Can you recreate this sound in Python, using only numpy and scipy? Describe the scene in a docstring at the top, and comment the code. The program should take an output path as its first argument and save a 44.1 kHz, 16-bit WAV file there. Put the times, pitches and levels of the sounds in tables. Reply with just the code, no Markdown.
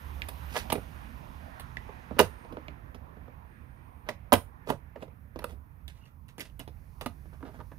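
"""At the open door of a car, a plastic wedge pries at the trim; two clips snap free, fingers then grip it.
Knocks and wedge ticks are clicks and chatter that ring groups of damped modes; scrapes are dense stick-slip
grains through the same modes. Struck patches ring hollow and settling wedges squeak, on single modes.
Outside, road noise made of filtered noise bands dies away under a drone and hisses; the cabin adds dense
reflections. The right microphone port hears more than the left."""
import sys
import numpy as np
from scipy import signal
from scipy.fft import rfft, irfft
from scipy.io import wavfile
from scipy.ndimage import uniform_filter1d

SR = 44100
rng = np.random.default_rng(int(sys.argv[2]) if len(sys.argv) > 2 else 0)


def nominal_scale(level):
    """Amplitude ratio for a level in decibels (scalar or array-like)."""
    x = np.asarray(level, float) / 20
    return 10 ** x


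def wav_record(signal):
    """Record a signal, one row per channel, as 16-bit PCM in the file named by sys.argv[1]."""
    frames = np.transpose(np.atleast_2d(signal))
    bounded = np.clip(frames, -1, 1)
    # unit amplitude maps onto the largest positive 16-bit level
    quanta = np.round(bounded * 32767).astype(np.int16)
    wavfile.write(sys.argv[1], SR, quanta)


N = 343098   # samples in the scene
SPAN = 12288   # samples in one short sound

# Road noise outside. Each row: time in seconds, tyre noise in dB, broad hiss in dB.
OUTSIDE = [(0.0, -55.5, -69.5), (0.65, -54, -67.5), (0.9, -55.5, -71), (2.34, -55.5, -76.5),
           (3.0, -59.5, -85), (4.3, -62.5, -86), (6.2, -70, -87), (6.98, -66.5, -75), (7.78, -68, -76)]
# Noise spectra outside. Each row: frequency in Hz, relative level in dB per Hz.
RUMBLE = [(15, -45.5), (25, -18), (37, -3.5), (70, 4), (87, -4), (118, -3), (221, -17), (348, -34),
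          (400, -33), (520, -54), (880, -120)]
TYRES = [(120, -34), (200, -7.5), (236, -5), (354, -13.5), (732, -11.5), (819, -13), (936, -7), (1200, -13),
         (2000, -15), (2500, -27), (2990, -37.5), (5060, -120)]
TYRES_HIGH = [(1290, -29), (2200, -0.5), (4520, -14), (5650, -17), (6820, -19.5), (9000, -25),
              (11700, -47.5), (19800, -120)]
HISS = [(2940, -41), (5000, -0.5), (6630, -13.5), (9290, -14), (10400, -3.5), (12400, -11), (15100, -1),
        (16100, -4), (16400, -14)]
# The microphone's own steady hiss. Each row: frequency in Hz, relative level in dB per Hz.
MIC_HISS = [(6500, -24), (8500, -9.5), (10500, -5.5), (13000, 3), (16000, 0)]
# Likeness of far noise at the ports. Each row: frequency in Hz, left-right correlation from -1 to 1.
FAR_LIKENESS = [(60, 0.89), (180, 1), (550, -0.63), (1650, -0.52), (4970, 0.86), (15000, 0.13)]
# Balance of far noise and of near sounds. 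Each row: frequency in Hz, left minus right in dB.
FAR_BALANCE = [(60, -14.5), (130, -12.5), (290, -15), (640, -13), (1410, -9), (3100, -10), (6820, -9),
               (15000, -1.5)]
NEAR_BALANCE = [(60, -12.5), (180, -10.5), (550, -9), (1650, -6.5), (4970, -8.5), (15000, -13.5)]
# Engine drone near 72 Hz. Each row: time in seconds, level in dB.
DRONE = [(0, -42), (.5, -44.5), (.6, -48.5), (3.3, -61), (7.78, -60.5)]
# Thin hiss at 13 kHz. Each row: time in seconds, level in dB.
THIN_HIGH = [(0, -69), (.5, -66.5), (1, -76.5), (1.45, -78), (1.6, -100)]
# Spells of thin hiss at 9 kHz. Each row: start in seconds, end in seconds, level in dB.
THIN_LOW = [(0, 1.077, -78.5), (2.307, 2.44, -75), (3.503, 4.05, -86)]
# Cabin reflections. Each row: band centre in Hz, relative level in dB per Hz, 60 dB decay time in seconds.
CABIN = [(150, -9, .13), (380, 0, 0.14), (1010, -0.5, .15), (2500, -2.5, 0.17), (6100, -1, .17),
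         (13000, -6.5, 0.23)]
# Squeaks of a settling wedge. Each row: peak in seconds, half length in seconds, pitch in Hz, level in dB.
SQUEAKS = [(6.02, .012, 2800, -70.5), (6.039, 0.0087, 2800, -66), (6.061, .009, 2750, -63),
           (6.08, 0.008, 2800, -73.5), (6.295, 0.017, 2780, -71.5)]
# Patches of the plastic ring at their own pitches under some knocks. Each row: start in seconds,
# pitch in Hz, level in dB.
HOLLOW_RINGS = [(.555, 967, -32), (2.192, 537, -24.5), (2.199, 806, -24), (2.2, 1200, -27),
                (2.201, 379, -18), (2.508, 300, -49), (4.323, 790, -22.5), (4.324, 257, -22.5),
                (4.331, 568, -21), (4.338, 93.6, -28), (4.088, 600, -33), (4.091, 2020, -33),
                (.755, 2400, -44), (.722, 850, -30), (.722, 2700, -40), (.565, 3100, -40),
                (.702, 3000, -42), (4.33, 820, -22), (4.346, 700, -30), (2.212, 620, -26),
                (7.603, 900, -48), (4.96, 2820, -58.5), (4.701, 820, -30), (4.959, 540, -40.5),
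                (4.96, 1800, -51.5), (5.024, 2800, -50), (5.031, 522, -39.5), (5.365, 484, -46),
                (5.443, 496, -34.5), (5.442, 1200, -33.5), (6.599, 2750, -44.5), (7.011, 3600, -52),
                (7.061, 695, -36.5), (7.061, 1210, -36), (7.429, 270, -40)]
# Spectrum of the dense damped modes of plastic. Each row: frequency in Hz, relative level in dB per Hz.
PLASTIC = [(41, -37), (70, 0), (268, 1), (815, -12), (1250, -11), (1510, -10), (2600, -14), (3260, -17),
           (3570, -22.5), (5300, -28.5), (7060, -33.5), (8860, -19.5), (11600, -24.5), (16000, -41.5)]
# Single modes of trim and wedge. Each row: frequency in Hz, width in Hz, level in dB over PLASTIC.
TRIM = [(90.13, 50, -6), (152.7, 40, -6), (256.5, 54, 0), (400, 90, 3), (575, 42, 2.5), (773, 27, 4),
        (964, 110, -0.5), (1150, 240, -5), (1640, 98, -2.5), (1960, 180, 2.5), (2540, 140, -4.5),
        (3312, 150, -10.5)]
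WEDGE = [(235.9, 140, 0), (850, 260, 0.0025), (1110, 210, 0.0036), (2750, 61, 0), (5400, 110, 0)]
# Borders in Hz between the four mode groups: thud, knock, click and top.
GROUP_EDGES_HZ = [600, 1600, 7200]
# Scrapes and faint rubs on the plastic, by the wedge and later by the fingers. Each row: peak in seconds,
# swell in seconds, decay in seconds, knock level in dB, click level in dB, hiss level in dB.
SCRAPES = [(0.578, 0.095, 0.078, -50, -39, -46.5), (0.703, .003, 0.04, -49, -40, -58),
           (2.184, 0.055, .005, -63, -80, -81.5), (4.083, 0.043, .005, -49.5, -78, -84),
           (4.092, .004, 0.043, -39, -45, -53.5), (4.7, 0.04, 0.053, -36, -44.5, -51),
           (5.03, 0.045, 0.034, -48.5, -58, -68), (5.432, 0.084, .005, -50.5, -65, -70),
           (5.51, 0.079, 0.036, -59, -62.5, -69), (5.882, .004, 0.076, -66.5, -56, -64),
           (5.97, 0.097, 0.22, -72, -69, -81.5), (6.06, .02, 0.093, -72.5, -68, -80),
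           (6.287, .004, 0.062, -72.5, -60.5, -70), (6.383, .003, 0.055, -61, -52.5, -60),
           (6.408, 0.014, 0.041, -64, -40, -47.5), (6.456, .04, 0.065, -64, -55.5, -65.5),
           (7.018, 0.0052, 0.062, -46.5, -52.5, -58.5), (7.339, 0.022, .05, -58, -71, -83.5),
           (7.46, .05, .16, -54, -66, -80), (7.55, .05, .08, -58, -70, -84),
           (7.61, 0.038, 0.023, -51.5, -70.5, -84)]
# The wedge itself ticks, later it is laid down. Each row: start in seconds, click level in dB,
# ring pitch in Hz, thud level in dB, crack level in dB.
WEDGE_TICKS = [(0.105, -51, 1900, -74, -68), (0.2196, -30.5, 2080, -67, -49.5),
               (0.2402, -48, 1920, -65, -62), (1.77, -31, 1950, -53, -71), (2.683, -40, 2520, -44.5, -68),
               (5.88, -44.5, 3590, -65.5, -50), (6.056, -67, 4600, -76, -70.5),
               (6.2835, -62.5, 2770, -70.5, -59.5), (6.3813, -51, 2850, -45.5, -51),
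               (6.3968, -42, 2300, -49.5, -41.5), (6.412, -45, 3300, -59, -52),
               (6.4993, -60, 3000, -64, -76)]
# Fingers press the trim, all equally soft. Each row: start in seconds, knock level in dB.
GRIPS = [(7.256, -58), (7.328, -58.5), (7.406, -57.5), (7.427, -46), (7.451, -52.5), (7.487, -53.5),
         (7.544, -55.5), (7.59, -52), (7.603, -53), (7.716, -53)]
# Knocks on the trim and clips letting go. Each row: start in seconds, thud level in dB,
# knock level in dB, contact time in ms, chatter length in ms.
PRIES = [(0.286, -48.5, -41.5, 0.088, 7), (0.546, -46, -39, 0.78, 4.1), (0.556, -44.5, -32, 0.76, 7.7),
         (0.564, -58, -27, 0.35, 5.5), (0.581, -52, -38, 0.56, 4.6), (0.701, -42, -31, 0.29, 5.3),
         (0.721, -32, -29, 0.24, 5.8), (0.726, -25.5, -31.5, 0.07, 4.1), (0.74, -34, -52, 0.19, 4.2),
         (0.778, -36, -54, .6, 4), (0.754, -30.5, -40, 0.3, 6.4), (1.597, -59, -45, 0.13, 8.5),
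         (1.891, -43, -66, 0.45, 7), (2.109, -34, -50, 1.5, 6.1), (2.167, -38, -50, 1.3, 4.9),
         (2.186, -44, -29, 0.6, 8.1), (2.1916, -18, -16.5, 0.14, 3.7), (2.199, -19, -14, 0.39, 4.8),
         (2.2022, -21, -20, .4, 3.2), (2.21, -26.5, -33, 0.058, 3.7), (2.214, -27, -36, .45, 3),
         (2.447, -47, -61, 0.25, 6.5), (2.523, -41, -56.5, 0.24, 13), (2.57, -37.5, -40.5, 1.8, 6.2),
         (2.946, -45, -50.5, 0.26, 8.6), (3.169, -51, -76.5, 0.24, 5.8), (3.281, -46.5, -62, 0.56, 3.2),
         (4.088, -40, -31.5, 0.3, 5.2), (4.322, -26, -14.5, 0.68, 8), (4.329, -20.5, -23.5, 0.064, 7.1),
         (4.337, -22, -17, 0.33, 2.9), (4.341, -28, -27, 0.32, 3.2), (4.35, -38, -42, 0.06, 5.5),
         (4.354, -39, -29.5, .4, 3.3), (4.672, -39, -46, 0.4, 7), (4.689, -37.5, -46, 0.43, 2.5),
         (4.701, -25, -36, 0.15, 4.3), (4.721, -34, -57, 0.32, 3.4), (4.958, -45.5, -56.5, 0.84, 16.5),
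         (5.022, -40, -53, 1, 7.2), (5.08, -51, -61, 0.62, 5), (5.359, -36, -50, 0.43, 6.3),
         (5.39, -44.5, -44, 0.19, 3.7), (5.442, -36.5, -38, 0.12, 3.2), (5.493, -53, -58, 0.2, 7.6),
         (5.519, -50, -67, 0.097, 19.4), (6.42, -53.5, -67, .8, 5.5), (6.5938, -45.5, -48, 0.06, 5),
         (6.599, -44.5, -48, 0.2, 13.6), (6.677, -42, -50, 0.25, 9.7), (7.011, -45.5, -39.5, 0.15, 5.7),
         (7.06, -34, -37, 0.18, 7.5)]

RUMBLE_DB, RUMBLE_FOLLOWS = -50, 0.3   # mean level; share of the hiss's swing
BRIGHT_DB = -81.5   # mean level of the tyres' treble
BRIGHT_FOLLOWS_TYRES, BRIGHT_FOLLOWS_HISS = 1.3, 0.83   # shares of their swings
DRONE_HZ, DRONE_WIDTH_HZ = 72, 12
THIN_FADE_DB_PER_S = 150
MIC_HISS_DB = -80.5
CABIN_DB = -12   # reflections relative to the direct sound
SQUEAK_WIDTH_HZ = 166
HOLLOW_LOSS, HOLLOW_CHATTER_MS = 0.1, 3.2   # loss: width over pitch
STROKE_RANGE_DB, STROKE_THUD_DB = 31, 0.5   # rise and fall of a stroke; thud over knock
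RING_LOSS, RING_DB = 0.14, 21   # the wedge's free end: width over pitch, height
TICK_CHATTER_MS, TICK_KNOCK_DB = 2.9, -2   # knock over thud
GRIP_THUD_DB, GRIP_CONTACT_MS, GRIP_CHATTER_MS = 4, 1.3, 8.4   # thud over knock
CLICK_HZ, TOP_HZ = 2800, 10400   # the upper mode groups
HARD_CLICK_DB, HARD_TOP_DB = 3.5, 10   # their level over the knock at the hardest contact
NOTCH_HZ, NOTCH_WIDTH_HZ, NOTCH_DEPTH = 7600, 2000, 0.4   # the microphone ports cancel here
CUTOFF_HZ = 15900


def rms_one(x):
    """Normalization: scales a signal to unit rms."""
    return x / np.sqrt(np.mean(x ** 2) + 1e-20)


def at_hz(points, hz):
    """Interpolation of a curve along logarithmic frequency."""
    curve = np.array(points)
    return np.interp(np.log(hz), np.log(curve[:, 0]), curve[:, 1])


def in_time(rows):
    """Linear interpolation of each column over the samples of the scene."""
    s, *columns = np.transpose(rows)
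    return np.array([np.interp(np.arange(N) / SR, s, c) for c in columns])


def sides(balance_db):
    """Level difference between the ports: left and right gains whose mean is 1."""
    left = np.atleast_1d(nominal_scale(balance_db))
    return np.array([left, np.ones_like(left)]) * 2 / (1 + left)


def drift(rate_hz):
    """Low-passed random fluctuation of unit rms, drawn at every 40th sample."""
    pole = np.exp(-2 * np.pi * rate_hz * 40 / SR)
    white = rng.standard_normal(N // 40 + 2002)
    slow = signal.lfilter([1], [1, -2 * pole, pole ** 2], white)[2000:]   # settled part only
    return np.interp(np.arange(N) / 40, np.arange(len(slow)), rms_one(slow))


def band(x, low_hz, high_hz):
    """Band-pass filtering with maximally flat response."""
    edges = [low_hz, min(high_hz, .45 * SR)]
    return signal.sosfilt(signal.butter(2, edges, "band", fs=SR, output="sos"), x)


def far_noise(spectrum, patchy_db):
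    """Partial coherence: 0.4-octave noise bands, each with level, flicker, likeness, balance; mid rms 1."""
    out, white = 0, rng.standard_normal((2, 2, N))
    lowest, highest = spectrum[0][0], spectrum[-1][0]
    edges = lowest * 2 ** np.arange(0, np.log2(highest / lowest) + .3, .4)
    for k, (low, high) in enumerate(zip(edges, edges[1:])):
        mid, side = band(white[k % 2], low, high)   # neighbouring bands get unrelated noise
        hz = np.sqrt(low * high)
        alike = np.clip(at_hz(FAR_LIKENESS, hz), -1, 1)
        pair = np.sqrt(1 + alike) * mid + np.sqrt(1 - alike) * side * [[1], [-1]]
        gain = nominal_scale(at_hz(spectrum, hz) + patchy_db * drift(3.8))
        out = out + gain * sides(at_hz(FAR_BALANCE, hz)) * pair
    return out / np.sqrt(np.mean(out.mean(axis=0) ** 2))


def narrow(hz, width_hz, level_db, balance_db):
    """Narrow-band noise, whose level wavers by 1 dB rms."""
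    noise = band(rng.standard_normal(N), hz - width_hz / 2, hz + width_hz / 2)
    return nominal_scale(level_db + 1.0 * drift(3.8)) * rms_one(noise) * sides(balance_db)


def outside():
    """Superposition of rumble, drone, tyre noise that fades and dulls with distance, and steady or thin hisses."""
    tyres_db, hiss_db = in_time(OUTSIDE)
    hiss_swing = hiss_db - hiss_db.mean()
    tyres_swing = tyres_db - tyres_db.mean()
    bright_db = BRIGHT_DB + BRIGHT_FOLLOWS_TYRES * tyres_swing + BRIGHT_FOLLOWS_HISS * hiss_swing

    rumble = nominal_scale(RUMBLE_DB + RUMBLE_FOLLOWS * hiss_swing) * far_noise(RUMBLE, patchy_db=1.5)
    drone = narrow(DRONE_HZ, DRONE_WIDTH_HZ, in_time(DRONE)[0], balance_db=-10.5)
    tyres = nominal_scale(tyres_db) * far_noise(TYRES, patchy_db=2.5)
    tyres += nominal_scale(bright_db) * far_noise(TYRES_HIGH, patchy_db=1.0)

    t = np.arange(N) / SR
    spells = []
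    for start, end, db in THIN_LOW:
        seconds_away = np.maximum(0, np.maximum(start - t, t - end))
        spells.append(db - THIN_FADE_DB_PER_S * seconds_away)
    thin = narrow(13150, 800, in_time(THIN_HIGH)[0], balance_db=-28.5)
    thin += narrow(9050, 550, np.max(spells, axis=0), balance_db=-22.0)

    hiss = nominal_scale(hiss_db) * far_noise(HISS, patchy_db=0.5)
    mic_hiss = nominal_scale(MIC_HISS_DB) * far_noise(MIC_HISS, patchy_db=0.9)
    return rumble + drone + tyres + thin + hiss + mic_hiss


def cabin(x):
    """Reverberation: dense reflections from seats and door frame, each band dying at its own rate."""
    t = np.arange(2 * SPAN) / SR
    noise = rng.standard_normal((2, 2, 2 * SPAN))   # neighbouring bands get unrelated noise
    low = signal.sosfilt(signal.butter(1, 700, fs=SR, output="sos"), noise)
    noise += low[:, :1] - low   # long waves are the same at both ports
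    echoes = 0
    for k, (hz, db, t60) in enumerate(CABIN):
        echoes = echoes + band(noise[k % 2], hz / 1.7, hz * 1.7) * nominal_scale(db - 60 * t / t60)
    echoes *= t > .002   # no reflection before 2 ms
    echoes /= np.sqrt(np.sum(echoes ** 2, axis=1, keepdims=True))
    return signal.fftconvolve(x, echoes, axes=1)[:, :N]


def resonance(hz, width_hz):
    """Frequency response of a damped resonator, with gain 1 at its peak."""
    f = np.arange(SPAN // 2 + 1) * SR / SPAN
    return 1j * f * width_hz / (hz ** 2 - f ** 2 + 1j * f * width_hz)


def slips(per_s, spread_db):
    """Stick-slip friction: random clicks of very uneven size; rms 1."""
    sizes = nominal_scale(spread_db * np.minimum(rng.exponential(1, SPAN), 4)) * rng.choice([-1, 1], SPAN)
    return rms_one(sizes * (rng.random(SPAN) < per_s / SR))


def blow(responses, levels_db, chatter_ms, first_db):
    """Impact excitation: a first click and a dying chatter of slips ring the body."""
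    force = slips(7000., 3.5) * np.exp(-np.arange(SPAN) / SR / (max(chatter_ms, .5) / 1000))
    force[0] = nominal_scale(first_db)
    rung = irfft(rfft(force) * np.array(responses), SPAN)
    # each level is the rms of the strongest 300 samples
    strongest = uniform_filter1d(np.mean(rung ** 2, axis=1), size=300).max(axis=1)
    gains = nominal_scale(levels_db) / np.sqrt(strongest)
    return np.sum(rung * gains[:, None, None], axis=0)


def add(out, at_s, sound):
    """Superposition of a short sound on the mix, its end faded."""
    i = int(at_s * SR)
    fade = np.clip(np.linspace(8, 0, SPAN) - 1, 0, 1)
    out[:, i:i + SPAN] += (sound * fade)[:, :N - i]


def radiation(modes, dense_db, loss, scatter_db):
    """Modal superposition: returns a function drawing stereo responses by group for a new contact point."""
    f = np.arange(SPAN // 2 + 1) * SR / SPAN
    dense = np.geomspace(75, 16300, 90) * np.exp(rng.normal(0, .015, 90))
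    mode_hz, mode_width, mode_db = np.transpose(modes)
    hz = np.r_[mode_hz, dense]
    width = np.r_[mode_width, loss * dense]
    level_db = at_hz(PLASTIC, hz) + np.r_[mode_db, np.full(len(dense), dense_db)]

    shapes = resonance(hz[:, None], width[:, None])
    # low neighbours in opposite phase, the rest in step
    rank = np.argsort(np.argsort(hz))
    shapes *= np.where(hz < GROUP_EDGES_HZ[0], (-1) ** rank, 1)[:, None]
    shapes = shapes * (1j * f / (55 + 1j * f)) ** 2   # the door radiates nothing under its lowest mode
    group = np.searchsorted(GROUP_EDGES_HZ, hz)
    ports = sides(at_hz(NEAR_BALANCE, np.maximum(f, 1)))
    # each group but the top is low-passed above its upper border
    softer = [1 / (1 + 1j * f / (2.0 * top)) ** 2 for top in GROUP_EDGES_HZ] + [1]
    apart_db = 5.5 * hz / (hz + 1500)   # short waves reach the two ports differently

    def draw():
        """Mode strengths scatter with the point of contact."""
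        scattered_db = level_db + rng.normal(0, scatter_db, len(hz))
        strength = nominal_scale(scattered_db + apart_db * rng.standard_normal((2, len(hz))))
        delay_s = [[rng.uniform(0, .0003)], [0]]   # the left port is a little farther away
        late = np.exp(-2j * np.pi * f * delay_s)
        return [late * ports * softer[g] * (strength[:, group == g] @ shapes[group == g]) for g in range(4)]
    return draw


def squeaks():
    """Friction-driven oscillation: fine slips keep one narrow mode singing for a moment."""
    out, t = np.zeros((2, N)), np.arange(SPAN) / SR
    for s, half, hz, db in SQUEAKS:
        mode = resonance(hz, SQUEAK_WIDTH_HZ) ** 2
        tone = rms_one(irfft(rfft(slips(8100.0, 2.5)) * mode, SPAN))
        swell = np.sin(np.pi * np.clip(t / (2 * half), 0, 1))
        add(out, s - half, nominal_scale(db) * tone * swell * sides(at_hz(NEAR_BALANCE, hz)))
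    return out


def hollow_rings():
    """Local resonance: a patch of the plastic rings at its own pitch, as one damped mode."""
    out = np.zeros((2, N))
    for s, hz, db in HOLLOW_RINGS:
        mode = resonance(hz, HOLLOW_LOSS * hz) * resonance(hz, hz)
        response = mode * sides(at_hz(NEAR_BALANCE, hz))
        add(out, s, blow([response], [db], HOLLOW_CHATTER_MS, first_db=10.5))
    return out


def scrapes(draw):
    """Sliding friction: dense slips drive the lower modes, finer slips hiss in the treble."""
    out = np.zeros((2, N))
    for s, swell, decay, knock, click, hiss in SCRAPES:
        swell = np.clip(swell, .002, .1)
        coarse, fine = slips(4500.0, 4.5), slips(14000.0, 2.5)
        t = np.arange(SPAN) / SR - swell   # zero at the peak
        stroke = nominal_scale(-STROKE_RANGE_DB * np.maximum(-t / swell, t / max(decay, .002)))
        levels_db = [knock + STROKE_THUD_DB, knock, click, hiss]
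        for response, db, force in zip(draw(), levels_db, [coarse, coarse, coarse, fine]):
            gain = nominal_scale(db) / np.sqrt(np.mean(abs(response.mean(axis=0)) ** 2))
            add(out, s - swell, irfft(rfft(force * stroke * gain) * response, SPAN))
    return out


def wedge_ticks(draw):
    """Cantilever resonance: the free length of the wedge sets the pitch at which each tick rings."""
    out = np.zeros((2, N))
    for s, click, ring_hz, thud, crack in WEDGE_TICKS:
        responses = draw()
        responses[2] = responses[2] * (1 + nominal_scale(RING_DB) * resonance(ring_hz, RING_LOSS * ring_hz))
        levels_db = [thud, thud + TICK_KNOCK_DB, click, crack]
        add(out, s, blow(responses, levels_db, TICK_CHATTER_MS, first_db=21.5))
    return out


def pries(draw):
    """Contact-time law: wedge, fingers and clips knock the trim; a longer contact carries less treble."""
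    out = np.zeros((2, N))
    grips = [(s, db + GRIP_THUD_DB, db, GRIP_CONTACT_MS, GRIP_CHATTER_MS) for s, db in GRIPS]
    for s, thud, knock, contact_ms, chatter_ms in PRIES + grips:
        periods = np.array([CLICK_HZ, TOP_HZ]) * contact_ms / 1000   # in one contact
        click, top = knock - 20 * np.log10(1 + periods ** 2)
        levels_db = [thud, knock, click + HARD_CLICK_DB, top + HARD_TOP_DB]
        add(out, s, blow(draw(), levels_db, chatter_ms, first_db=5.5))
    return out


def scene():
    """Superposition of the near sounds, their cabin reflections and the noise outside."""
    trim = radiation(TRIM, dense_db=-3.0, loss=.14, scatter_db=1.0)
    wedge = radiation(WEDGE, dense_db=4.5, loss=0.098, scatter_db=4.0)
    near = squeaks() + hollow_rings() + scrapes(trim) + wedge_ticks(wedge) + pries(trim)
    return outside() + nominal_scale(CABIN_DB) * cabin(near) + near


def band_limit(x):
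    """A steep low-pass at the top of the band."""
    return signal.sosfilt(signal.butter(12, 16510, fs=SR, output="sos"), x)


def record(dry):
    """Interference and saturation: the ports cut a notch, the loudest peaks are rounded, the top is cut."""
    b, a = signal.iirpeak(NOTCH_HZ, NOTCH_HZ / NOTCH_WIDTH_HZ, fs=SR)
    notched = dry - NOTCH_DEPTH * signal.lfilter(b, a, dry)
    rounded = 1.639 * np.tanh(notched / 1.585)
    top_cut = signal.cheby2(12, 30, CUTOFF_HZ, fs=SR, output="sos")
    return band_limit(signal.sosfilt(top_cut, rounded))


dry = scene()
out = record(dry)
wav_record(out)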